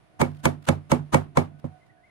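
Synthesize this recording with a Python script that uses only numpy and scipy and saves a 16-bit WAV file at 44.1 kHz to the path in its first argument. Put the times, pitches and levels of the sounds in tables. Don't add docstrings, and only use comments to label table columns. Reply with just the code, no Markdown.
import sys
import numpy as np
from scipy import signal
from scipy.fft import rfft, irfft, next_fast_len
from scipy.io import wavfile
from scipy.ndimage import uniform_filter1d, map_coordinates

SR = 44100
rng = np.random.default_rng(int(sys.argv[2]) if len(sys.argv) > 2 else 0)


def waveform_to_disk(signal):
    frames = np.transpose(np.atleast_2d(signal))
    scaled = np.clip(frames, -1, 1) * 32767
    samples = np.round(scaled).astype(np.int16)
    wavfile.write(sys.argv[1], SR, samples)


N = 92610


def amp(db):
    return 10 ** (np.asarray(db) / 20)


def unit(x):
    return x / np.sqrt(np.mean(x ** 2) + 1e-20)


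def along(points, hz):
    f, v = np.transpose(points)
    return np.interp(np.log(hz + 1), np.log(f + 1), v)


def wobble(rate):
    knots = rng.standard_normal(int(N * rate / SR) + 4)
    return map_coordinates(knots, [np.arange(N) * rate / SR])


def sides(db):
    return amp(np.array([db / 2, -db / 2]))


def filtered(x, response):
    size = next_fast_len(x.shape[-1] + 8192)
    spectrum = rfft(x, size) * response(np.fft.rfftfreq(size, 1 / SR))
    return irfft(spectrum, size)[..., :x.shape[-1]]


def hiss(spectrum, size):
    # pitch_hz, left_minus_right_db
    side_lean = [(60, 2.5), (130, -9), (290, -8.5), (640, -1), (1410, 0), (3100, -3), (6820, -4.5),
                 (15000, -1.0)]
    noise = rng.standard_normal((2, size))
    return unit(filtered(noise, lambda hz: amp(along(spectrum, hz)) * sides(along(side_lean, hz))))


def burst(t, rise, t60):
    swelling = np.exp(np.minimum(t, 0) / rise)
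    dying = amp(-60 * np.maximum(t, 0) / t60)
    return np.where(t < 0, swelling, dying)


def open_air():
    # (per Hz, relative)
    air_colour = [(15, -50), (25, -13.5), (154, -7.5), (251, -21.5), (494, -15), (703, -15), (1500, -22),
                  (2140, -23), (7650, -43), (10000, -34.5), (16400, -69)]
    return amp(-62 + 1.68 * wobble(6.09)) * hiss(air_colour, N)


def traffic():
    # (per Hz, relative)
    rumble_colour = [(50, -31), (90, -4), (140, 0.5), (220, -11.5), (380, -8), (520, -29), (700, -92)]
    level_db, lumps_db = -67, 5
    return amp(level_db + lumps_db * wobble(12)) * hiss(rumble_colour, N)


def hum():
    # multiple (of the base pitch), level_db (relative)
    multiples = [(5, -5), (10, -6.5), (11, -1), (12, -1), (20, -16.5), (24, -12)]
    # time_s, level_db
    level_path = [(0, -73), (.12, -68), (.4, -68), (1.1, -74), (1.55, -65), (1.7, -64), (1.76, -60.5),
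                  (1.83, -68.5), (1.95, -66), (2.1, -68.5)]
    base_hz, waver_db, left_minus_right_db = 61.5, 4.5, -5
    t = np.arange(N) / SR
    drone = np.zeros((2, N))
    for multiple, db in multiples:
        waver = waver_db * np.array([wobble(12), wobble(12)])
        start_phase = rng.uniform(0, 2 * np.pi, (2, 1))
        phase = 2 * np.pi * multiple * base_hz * t + start_phase + 1.8 * wobble(14)
        drone += amp(db + waver) * np.sin(phase)
    level = amp(np.interp(t, *np.transpose(level_path)))
    return level * sides(left_minus_right_db)[:, None] * drone


def bird():
    # time_s, pitch_hz, level_db (both before the random wobble)
    call = [(1.79, 2050, -84), (1.835, 2090, -62), (1.855, 1950, -78), (1.88, 1870, -71),
            (1.905, 1990, -61), (1.935, 1930, -78), (1.965, 1750, -69), (2.0, 1690, -67), (2.02, 1800, -72),
            (2.035, 2090, -61), (2.055, 2180, -67), (2.08, 2040, -62), (2.1, 2080, -60)]
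    wobble_hz, echo_t60_s = 85, 0.06
    s, hz, db = np.transpose(call)
    t = np.arange(N) / SR
    pitch = np.interp(t, s, hz) + wobble_hz * wobble(73)
    level = amp(np.interp(t, s, db, left=-140) + 3 * wobble(90))
    song = level * np.sin(2 * np.pi * np.cumsum(pitch) / SR)
    echo = rng.standard_normal((2, SR // 5)) * amp(-60 * t[:SR // 5] / echo_t60_s)
    echo = echo / np.linalg.norm(echo[0])
    return signal.fftconvolve(song[None], echo, axes=1)[:, :N]


def scuffs():
    # peak_s, level_db (before the roughness), rise_s, t60_s
    rustles = [(.045, -73, 0.005, 0.079), (.37, -64.5, 0.055, 0.6), (.627, -61.5, 0.0047, 0.24),
               (1.6, -68, .012, 0.069), (1.869, -68, 0.0066, 0.081)]
    # (per Hz, relative)
    grit_colour = [(500, -30), (1200, 0), (2700, -8), (4500, -11), (6500, -19), (10000, -17), (15500, -26)]
    t = np.arange(N) / SR
    shape = sum(amp(db) * burst(t - s, rise, t60) for s, db, rise, t60 in rustles)
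    return shape * amp(5.7 * wobble(200)) * hiss(grit_colour, N)


def walls(t, tilt_db):
    # (per Hz, relative)
    scatter_colour = [(40, -61.5), (90, -36), (170, -20.5), (400, -7), (780, -8.5), (1220, -18.5),
                      (2500, -31.5), (5270, -39.5), (9640, -39), (13700, -51), (16400, -99)]
    # pitch_hz, t60_s
    yard_decay = [(60, 0.45), (160, 0.46), (420, 0.13), (1100, 0.2), (2900, 0.21), (7700, 0.16),
                  (15000, 0.18)]
    tilt_share, patches_db, rise_s = 0.22, 1.5, 0.0013
    hz, frame_s, cells = signal.stft(hiss(scatter_colour, len(t)), SR, nperseg=256)
    tilt = tilt_share * tilt_db * np.log2(np.maximum(hz, 1200) / 1200)[:, None]
    patches = uniform_filter1d(rng.standard_normal(cells.shape[1:]), size=5, axis=0)
    patches = unit(uniform_filter1d(patches, size=2, axis=1))
    decay_db = -60 * np.maximum(frame_s + t[0], 0) / along(yard_decay, hz)[:, None]
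    fade = amp(patches_db * patches + tilt + decay_db)
    scattered = signal.istft(cells * fade, SR, nperseg=256)[1][:, :len(t)]
    return scattered * (1 - np.exp(-np.maximum(t, 0) / rise_s))


def ring(t, tilt_db, length, soft_hz):
    # pitch_hz, level_db (relative), t60_s (before the ring length share), left_minus_right_db
    slab_tones = [(93.3, -13, 0.33, -5), (147.56, -16.5, 0.48, -8), (155.1, -3.5, 0.13, -8.5),
                  (169.5, -8.5, 0.18, -1), (245.4, -6.5, 0.17, -12.5), (331.5, -8, 0.1, -8),
                  (377.3, -11.5, 0.11, -6), (492.7, -1, 0.026, -12.5), (534, -6, 0.087, -12.5),
                  (653.7, -10, 0.079, -4.5), (863, -4.5, 0.055, -7.5), (978, 5, 0.018, 6),
                  (1239, -12.5, 0.062, -4), (2238, -10, 0.085, -1)]
    scatter_db, attack_cycles, phase_spread_rad = 1.2, 0.9, 0.25
    right_lag_s = 0.00068
    waver_db, waver_knots = 3, 24
    hz, db, t60, pan = np.transpose(slab_tones)[..., None]
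    after = np.maximum(t - np.reshape([0, right_lag_s], (2, 1, 1)), 0)

    tilt = tilt_db * np.log2(hz / 300)
    scatter = scatter_db * rng.standard_normal(hz.shape)
    level = amp(db + tilt + scatter - 60 * after / (length * t60)) * sides(pan)
    level = level / (1 + (hz / soft_hz) ** 4)

    knots = rng.standard_normal((len(hz), waver_knots))
    knot_s = np.linspace(0, t[-1], waver_knots)
    waver = np.array([np.interp(t, knot_s, row) for row in knots])
    level = level * amp(waver_db * waver * np.clip(t / 0.06, 0, 1))

    phase = phase_spread_rad * rng.standard_normal((2, *hz.shape))
    build_up = 1 - np.exp(-after * hz / attack_cycles)
    return np.sum(level * np.sin(2 * np.pi * hz * after + phase) * build_up, axis=1)


def mallet():
    # crack_db, low_swell_db, bright_swell_db;
    # crack_tilt_db and ring_tilt_db (per octave), walls_db (added to yard_db), ring_length (share)
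    blows = [(0.215, -12.5, -5, -7.5, -15.5, -1, 0.35, 2, 1.2),
             (0.455, -10.5, -5, -17, -21.5, 1, 0.23, 1, 1),
             (0.688, -10, -2.5, -20, -18, -2, -0.86, -0.5, 0.88),
             (0.9173, -10.5, -6.5, -19, -23.5, -0.65, 0.21, 1, .98),
             (1.1447, -7, -11, -10.5, -19, -0.5, 0, -1, 0.8),
             (1.372, -11, -5, -23.5, -27.5, -3, .4, 2.5, 0.99),
             (1.642, -19, -26, -39, -55, -8.5, 0.56, -12, 0.66)]
    # (per Hz, relative, before the tilt)
    crack_colour = [(880, -7.5), (1500, -3), (2040, -9.5), (3610, -12), (5450, -19.5), (6140, -12.5),
                    (9070, -16), (14900, -29), (16400, -30)]
    # (per Hz, relative)
    low_swell_colour = [(29, -47.5), (50, -3), (214, -0.5), (480, -9.5), (1000, -3), (2850, -29.5),
                        (3000, -21.5), (3900, -60), (6600, -120)]
    crack_rise_s, swell_rise_s, t60_s = 0.00082, 0.015, 0.02
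    swell_start_s, opening_s = 0.025, 0.012
    yard_db = -9.5
    firm_db, firm_hz, octaves_per_db = -13, 3500, 0.4544

    out = np.zeros((2, N + SR))
    lead = SR // 20
    t = (np.arange(SR * 3 // 4) - lead) / SR
    opening = np.clip((t + swell_start_s) / opening_s, 0, 1)
    for s, db, crack_db, low_db, bright_db, tilt_db, ring_tilt_db, walls_db, length in blows:
        soft_hz = firm_hz * 2 ** (octaves_per_db * (db - firm_db))
        face = [(hz, level + tilt_db * np.log2(hz / 3000)) for hz, level in crack_colour]
        crack = amp(crack_db) * hiss(face, len(t)) * burst(t, crack_rise_s, t60_s)
        swell = amp(low_db) * hiss(low_swell_colour, len(t)) + amp(bright_db) * hiss(face, len(t))
        swell = swell * opening * burst(t, swell_rise_s, t60_s)
        slab = ring(t, ring_tilt_db, length, soft_hz)
        yard = amp(yard_db + walls_db) * walls(t, tilt_db)
        first = round(s * SR) - lead
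        out[:, first:first + len(t)] += amp(db) * (crack + swell + slab + yard)
    return out[:, :N]


def scene():
    background = open_air() + traffic() + hum()
    return background + bird() + scuffs() + mallet()


def record(dry):
    top_hz = 16500
    return filtered(dry, lambda hz: np.clip((top_hz - hz) / 900, 0, 1))


dry = scene()
out = record(dry)
waveform_to_disk(out)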